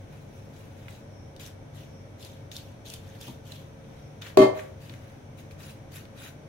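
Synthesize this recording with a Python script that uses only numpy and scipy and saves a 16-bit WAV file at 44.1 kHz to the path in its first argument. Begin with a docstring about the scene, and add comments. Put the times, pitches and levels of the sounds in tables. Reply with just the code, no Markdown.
"""A steel spoon spreads over toasted bread on a pan in short, crackly strokes, in a small kitchen.
The crust crumbles and snaps, the soft bread rubs, and twice the pan gives a dull knock.
A metal dish is set down once on the counter; it rings so loudly that a limiter turns it down.
Under it all a fan rumbles, hisses and hums, with a faint electrical whine."""
import sys
import numpy as np
from scipy import signal
from scipy.fft import rfft, irfft, next_fast_len
from scipy.io import wavfile
from scipy.ndimage import uniform_filter1d, minimum_filter1d, map_coordinates

SR = 44100
rng = np.random.default_rng(int(sys.argv[2]) if len(sys.argv) > 2 else 0)


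def dump(signal):
    """Clip the signal to [-1, 1] and save it as 16-bit WAV at the path in sys.argv[1]."""
    limited = np.clip(np.atleast_2d(signal).T, -1, 1)
    pcm = np.round(limited * 32767).astype(np.int16)
    wavfile.write(sys.argv[1], SR, pcm)


N = 285768

# Levels are set before mixing. A fade_s is the time a sound takes to fall by 60 dB.
# spoon strokes: start_s, rise_s, lift_after_s, fade_s, rasp_db, rub_above_rasp_db
STROKES = [ (0.10, .03, 0.041, .4, -66, 4.5), (0.28, 0.067, 0.099, 0.58, -67.5, -12),
           (0.53, .03, .09, 1, -66, -0.5), (0.73, 0.063, 0.14, .4, -66.5, 3.5),
           (0.88, .01, 0.07, 0.3, -57.5, -9), (1.392, .005, .083, 0.13, -47.5, -5),
           (1.72, 0.043, 0.076, .45, -55.5, -4), (2.17, 0.051, 0.097, 0.48, -52, -9),
           (2.51, .012, 0.047, 0.5, -48.5, -10), (2.845, 0.014, 0.097, 0.28, -49.5, -11),
           (3.02, 0.035, 0.15, .3, -62, 1), (3.185, 0.031, 0.088, 0.33, -49.5, -11),
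           (3.43, 0.055, 0.13, 0.41, -53, -8), (3.72, .18, .3, .8, -68.5, 4),
           (4.211, 0.0073, 0.077, 0.18, -51, 5), (4.53, .045, 0.058, 0.39, -50.5, 7),
           (4.79, 0.028, 0.12, 0.51, -57.5, -2.5), (4.99, 0.045, 0.11, .8, -67.5, 7.5),
           (5.362, 0.019, 0.035, 0.22, -55, -6), (5.506, .006, .014, .12, -58, 0),
           (5.575, .03, .12, 0.26, -51, -3.5), (5.90, 0.065, 0.071, 0.18, -44.5, -4),
           (6.14, 0.088, 0.14, 0.14, -48, -1), ]
# rasp of the left slice, rasp of the right slice, rub of the soft bread: pitch_hz, level_db
LEFT_CRUST = [(1200, -29), (2000, -12.5), (2550, -1), (3600, 2.5), (4200, -3), (4900, -7), (6200, -3.5),
              (7600, -9), (8300, -12.5), (11200, -9), (12200, -9.5), (15800, -12.5)]
RIGHT_CRUST = [(1180, -28), (2000, -22), (2530, 0), (3390, -5.5), (3990, -1.5), (4320, -11), (4670, -6),
               (5000, -10), (6650, -6.5), (8330, -13.5), (10800, -9.5), (12100, -11.5), (14900, -14),
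               (15800, -10)]
SOFT_BREAD = [(400, -19), (900, -12.5), (1500, -2), (2300, -4), (3200, -12.5), (6000, -40)]
# when the spoon is on the left slice: start_s, end_s
LEFT_SLICE = (1.3, 4.4)
# snaps of the crust: start_s, level_db, low_tap_db, treble_db
SNAPS = [(0.883, -33, 3, -29), (1.3636, -41, -21, -15), (1.3977, -37.5, -18, -24), (1.4626, -37, -20, -6),
         (2.227, -37.5, -27, -19), (2.2483, -36, -25, -10), (2.5159, -32.5, -14, -20),
         (2.5658, -27.5, -30, -14), (2.9008, -32.5, -26, -6), (2.9377, -29.5, -34, -6),
         (3.212, -36, -15, 3), (3.2816, -37.5, -17, -7), (3.5202, -32.5, -28, -19), (4.2199, -33, -11, -17),
         (4.2664, -35, -9, -27), (4.594, -30, 5, -27), (4.896, -38, -13, -23), (4.938, -37, 4, -13),
         (5.51, -43, -2, -10), (6.0534, -42, -6, -20)]
# knocks on the pan: start_s, level_db
KNOCKS = [(3.280, -33.5), (4.893, -46)]
# ringing tones of the pan, the dish and the counter: pitch_hz, level_db, fade_s
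PAN_TONES = [(127, 7.5, 0.15), (196, -4, 0.22), (251, -1.5, 0.24), (330, -5, 0.21), (432, -15, 0.082),
             (600, -8, 0.057), (790, -12, 0.089), (922, -4, 0.079), (980, -5.5, 0.07), (1180, -13, 0.062)]
DISH_TONES = [(308, -10, .28), (388, 2.5, .225), (569, -16, .2), (621, -5, .35), (632, -16, .36),
              (655, -17, .18), (747, -27, .28), (857, -25, .33), (1006, -24, .24), (1030, -25, .18),
              (1138, -15.5, .28), (1257, -30, .35), (1472, -33, .26), (1654, -36, .3), (1804, -32.5, .46),
              (2099, -27.5, .48), (2122, -31, .4), (2335, -37, .32), (2532, -36, .3), (3121, -34, .38),
              (3165, -33, .34), (4322, -37, .33), (4400, -34, .35), (5281, -41.5, .32), (6013, -33.5, .22),
              (6815, -42, .22), (8436, -46, .2), (10310, -45, .17), (12730, -48, .13)]
COUNTER_TONES = [(124.8, -15.5, 0.37), (210.5, -11, .3), (261.7, -2.5, 0.17), (281.7, -3, 0.22),
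                 (331.3, -3, 0.16), (452, -13, 0.19), (493.4, -15, 0.24)]
# crack of the dish meeting the counter: pitch_hz, level_db
CRACK = [(50, -70), (130, -34), (300, -9), (550, 5), (800, -3), (1100, -5.5), (1600, -16.5), (2200, -16.5),
         (2800, -21.5), (3200, -16.5), (4500, -18.5), (5650, -32.5), (6050, -24), (15800, -37.5)]
# the dish sends more sound to one side: pitch_hz, left_up_right_down_db
DISH_LEAN = [(420, 1), (620, 3), (900, -1)]
# late swell of one dish tone: start_s, rise_s, fade_after_s, fade_s, level_db
AFTER_RING = (4.545, 0.03, 0.05, 0.3, -37)
# the fan's rumble, wide hiss and narrow hiss: pitch_hz, level_db
RUMBLE = [(12, -43), (20, -14.5), (64, -11), (80, -4.5), (101, -1), (155, -8), (174, -9), (198, -10.5),
          (298, -11.5), (362, -16.5), (441, -15.5), (503, -18.5), (546, -10.5), (573, -14), (1000, -24),
          (1300, -47), (2200, -120)]
HISS = [(590, -34), (1000, -2), (1250, 0), (1520, -1), (1700, -2), (2300, -3.5), (2860, -9), (3150, -7),
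        (4950, -15.5), (6000, -9), (7200, -19.5), (9300, -24), (10600, -20.5), (15800, -25)]
NARROW_HISS = [(4500, -60), (5200, -17), (5480, -2), (5750, -7), (6200, -18), (7500, -60)]
# swells of the narrow hiss: peak_s, level_db
SWELLS = [(0.41, -75), (1.2, -68.5), (1.97, -69.5), (4.05, -72)]
# the fan's motor hum and electrical whine: pitch_hz, level_db
HUM = [(97.5, -54), (121, -57), (147, -55), (218, -64), (452, -64.5), (538.3, -62.5)]
WHINE = [(1535, -76.5), (2266, -76), (3580, -83), (6056, -81), (8694, -81.5), (10169, -85.5)]
# how alike the fan sounds left and right: pitch_hz, likeness (1 = the same, 0 = unrelated)
LIKENESS = [(60, 0.91), (130, 1), (290, 0.65), (640, 0.25), (1410, -0.17), (3100, -0.063), (6820, -0.071),
            (15000, -0.26)]
# echo of the kitchen: pitch_hz, fade_s
ECHO_FADES = [(150, 0.59), (600, 0.5), (2500, 0.29), (6000, 0.28), (14000, 0.24)]

BRUSH_DB, BRUSH_UNTIL_S = -73, 0.79  # at first the spoon also brushes the bread between strokes
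SNAP_FADE_S = 0.023
CLANK_S, SETTLE_S = 4.3728, 0.059  # when the dish lands, and how much later it lies flat
AFTER_RING_HZ = 624
RUMBLE_DB, HISS_DB, NARROW_DB = -47, -60.42, -77.5
SWELL_HALF_WIDTH_S = 0.095
TOP_HZ = 15800


def spoon():
    """Each stroke breaks crumbs off the crust (rasp) and drags over the soft bread (rub)."""
    t = np.arange(N) / SR
    rasp = amp(BRUSH_DB + 2.8 * wobble(11.4)) * (t < BRUSH_UNTIL_S)
    rub = rasp.copy()
    for start_s, rise_s, lift_s, fade_s, rasp_db, rub_db in STROKES:
        stroke = amp(rasp_db) * envelope(t - start_s, rise_s, lift_s, fade_s)
        rasp += stroke
        rub += amp(rub_db) * stroke
    grip = unit(amp(1.1 * wobble(110)))  # the spoon sticks and slips on the pores
    crumbs = tiny_cracks(per_second=3500, spread_db=2) + 0.87 * rng.standard_normal((2, N))
    crumbs = patchy(crumbs, depth_db=3.5)
    on_left = (t > LEFT_SLICE[0]) & (t < LEFT_SLICE[1])
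    crackle = np.where(on_left, coloured(crumbs, LEFT_CRUST), coloured(crumbs, RIGHT_CRUST))
    soft_crumbs = patchy(tiny_cracks(per_second=3000, spread_db=1), depth_db=2)
    drag = coloured(soft_crumbs, SOFT_BREAD)
    return grip * (amp(-1) * rasp * crackle + amp(-4) * rub * drag)


def tiny_cracks(per_second, spread_db):
    """The bread cracks at random moments, a few times much more strongly than the rest."""
    clicks = (rng.random(N) < per_second / SR) * rng.choice([-1, 1], N)
    sizes = amp(spread_db * np.clip(rng.standard_normal(N), -2, 2))
    sides = 1 + 2.1 * rng.standard_normal((2, N))
    return unit(clicks * sizes * sides)


def patchy(sound, depth_db):
    """As the spoon's contact point wanders, patches of pitch and time get louder or softer."""
    cells = signal.stft(sound, nperseg=256)[2]
    patches = uniform_filter1d(rng.standard_normal(cells.shape[1:]), size=4, axis=0)
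    patches = uniform_filter1d(patches, size=6, axis=1)
    return unit(signal.istft(cells * amp(depth_db * unit(patches)), nperseg=256)[1][:, :N])


def crust_snaps():
    """The spoon's edge catches, and larger bits of crust give way in very short bursts."""
    out, t = np.zeros((2, N)), np.arange(SR // 20) / SR
    for start_s, level_db, tap_db, treble_db in SNAPS:
        colour = [(100, -60), (800, tap_db - 12), (1400, tap_db + 5), (2300, tap_db + 7),
                  (3600, 0), (6500, treble_db + 4), (15000, treble_db - 5)]
        noise = rng.standard_normal((2, len(t))) + 0.39 * rng.standard_normal(len(t))
        add(out, start_s, amp(level_db - 5.5 - 60 * t / SNAP_FADE_S) * coloured(noise, colour))
    return out


def pan_knocks():
    """The spoon presses through the bread and the pan gives a dull knock."""
    out, t = np.zeros((2, N)), np.arange(SR // 3) / SR
    for start_s, level_db in KNOCKS:
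        add(out, start_s, amp(level_db - 4.5) * ring(PAN_TONES, t, apart_hz=900))
    return out


def dish():
    """One hard landing: a crack, a short rattle of the rim, ringing metal and a thud of the counter."""
    tone, noise, t = np.zeros((2, N)), np.zeros((2, N)), np.arange(SR) / SR
    metal = amp(1.5) * ring(DISH_TONES, t, apart_hz=514)
    thud = amp(-3.5) * ring(COUNTER_TONES, t, apart_hz=600)
    muffle = amp(-8 * np.clip((t - SETTLE_S) / 0.11, 0, 1))  # lying flat on the counter dulls the ring
    add(tone, CLANK_S, (metal + thud) * muffle)
    tone = filtered(tone, lambda hz: amp(along(DISH_LEAN, hz) * np.array([[1], [-1]])))
    crack = amp(-13.5 - 60 * t / 0.022)
    rattle = amp(-14.3 - 60 * t / 0.145)
    add(noise, CLANK_S, (crack + rattle) * coloured(rng.standard_normal((2, len(t))), CRACK))
    return (kitchen(tone, echo_db=-10, gap_s=0.012, low_hz=780)
            + kitchen(noise, echo_db=-1, gap_s=0.0057, low_hz=396))


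def after_ring():
    """As the clank dies away, one tone of the dish comes up again and fades."""
    start_s, rise_s, hold_s, fade_s, level_db = AFTER_RING
    t = np.arange(N) / SR - start_s
    tone = np.sin(2 * np.pi * AFTER_RING_HZ * t + rng.uniform(0, 2 * np.pi))
    return amp(level_db) * envelope(t, rise_s, hold_s, fade_s) * tone


def ring(tones, t, apart_hz):
    """A struck object rings with fading tones; above apart_hz, left and right are out of step."""
    out = np.zeros((2, len(t)))
    for k, (hz, level_db, fade_s) in enumerate(tones):
        shift = (-1) ** k * np.pi / 4 / (1 + (apart_hz / hz) ** 6)
        phase = rng.uniform(0, 2 * np.pi) + np.array([[shift], [-shift]])
        build_up = 1 - np.exp(-t * hz / 1.26)  # takes about one cycle
        out += amp(level_db - 60 * t / fade_s) * build_up * np.sin(2 * np.pi * hz * t + phase)
    return out


def fan():
    """Moving air, motor hum, a thin electrical whine and a narrow hiss that swells now and then."""
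    t = np.arange(N) / SR
    rumble = amp(RUMBLE_DB) * rushing_air(RUMBLE)
    hiss = amp(HISS_DB + 0.5 * wobble(3.42)) * rushing_air(HISS)
    whine = amp(-1) * wavering_tones(WHINE, drift_hz=20, waver_db=0)
    swells = sum(amp(db) * np.exp(-((t - peak_s) / SWELL_HALF_WIDTH_S) ** 2) for peak_s, db in SWELLS)
    narrow = (amp(NARROW_DB) + swells) * rushing_air(NARROW_HISS)
    hum = wavering_tones(HUM, drift_hz=2.01, waver_db=2.5)
    return rumble + hiss + narrow + whine + hum


def rushing_air(colour):
    """Steady noise; left and right are alike in the bass and mostly unrelated in the treble."""
    def shares(hz):
        angle = np.arccos(np.clip(along(LIKENESS, hz), -1, 1)) / 2
        return np.array([np.cos(angle), np.sin(angle)])
    middle, side = filtered(rng.standard_normal((2, N)), shares)
    return coloured(np.array([middle + side, middle - side]), colour)


def wavering_tones(tones, drift_hz, waver_db):
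    """Long tones that wander a little in pitch and loudness."""
    out = np.zeros(N)
    for hz, level_db in tones:
        phase = 2 * np.pi * np.cumsum(hz + drift_hz * wobble(25)) / SR
        out += amp(level_db) * unit(amp(waver_db * wobble(7.3)) * np.sin(phase))
    return out


def kitchen(sound, echo_db, gap_s, low_hz):
    """Tiled walls add an echo after a short gap, mostly above low_hz, with its own tail on each side."""
    hz, t, cells = signal.stft(rng.standard_normal((2, SR // 2)), SR, nperseg=256)
    fade = amp(-60 * t / along(ECHO_FADES, hz)[:, None])
    tail = signal.istft(cells * fade, SR, nperseg=256)[1]
    tail *= 1 - np.exp(-(np.arange(tail.shape[1]) / SR / gap_s) ** 2)
    echo = signal.fftconvolve(sound, tail / np.linalg.norm(tail[0]), axes=1)[:, :N]
    return sound + amp(echo_db) * filtered(echo, lambda f: f ** 2 / (f ** 2 + low_hz ** 2))


def envelope(t, rise_s, hold_until_s, fade_s):
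    """Loudness over time: rise, hold, then fade."""
    return np.clip(t / rise_s, 0, 1) ** 1.2 * amp(-60 * np.maximum(t - hold_until_s, 0) / fade_s)


def amp(db):
    """Turn decibels into a number to multiply by."""
    return 10 ** (np.asarray(db) / 20)


def unit(sound):
    """Scale a sound to an average strength (rms) of 1."""
    return sound / np.sqrt(np.mean(sound ** 2) + 1e-20)


def along(points, hz):
    """Read between the rows of a (pitch_hz, value) table, on a musical (log) scale."""
    pitches, values = np.transpose(points)
    return np.interp(np.log(hz + 1), np.log(pitches + 1), values)


def wobble(per_second):
    """A smooth curve through this many random values a second."""
    values = rng.standard_normal(int(N * per_second / SR) + 4)
    return map_coordinates(values, [np.arange(N) * per_second / SR])


def filtered(sound, gain_at):
    """Turn each pitch up or down by gain_at(hz)."""
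    length = sound.shape[-1]
    padded = next_fast_len(length + 8192)
    return irfft(rfft(sound, padded) * gain_at(np.fft.rfftfreq(padded, 1 / SR)), padded)[..., :length]


def coloured(sound, colour):
    """Shape a sound by a (pitch_hz, level_db) table, then scale it to strength 1."""
    return unit(filtered(sound, lambda hz: amp(along(colour, hz))))


def add(track, start_s, sound):
    """Mix a sound into the track at start_s."""
    part = track[:, round(start_s * SR):][:, :sound.shape[-1]]
    part += sound[..., :part.shape[-1]]


def scene():
    """Mix spoon, dish and fan; each pair of numbers is left_db, right_db."""
    bread = kitchen(spoon() + crust_snaps() + pan_knocks(), echo_db=-6, gap_s=0.00073, low_hz=400)
    return (bread * amp([[1.5], [0]])
            + dish()
            + fan() * amp([[0.6], [-0.6]])
            + after_ring() * amp([[-2], [2]]))


def record(dry):
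    """A fast limiter turns down the loudest peaks; everything above TOP_HZ is cut."""
    needed = np.minimum(1, 0.89 / (np.abs(dry).max(axis=0) + 1e-9))
    held = minimum_filter1d(needed, size=300, origin=105)
    gain = uniform_filter1d(held, size=80)
    return filtered(dry * gain, lambda hz: hz < TOP_HZ)


dry = scene()
out = record(dry)
dump(out)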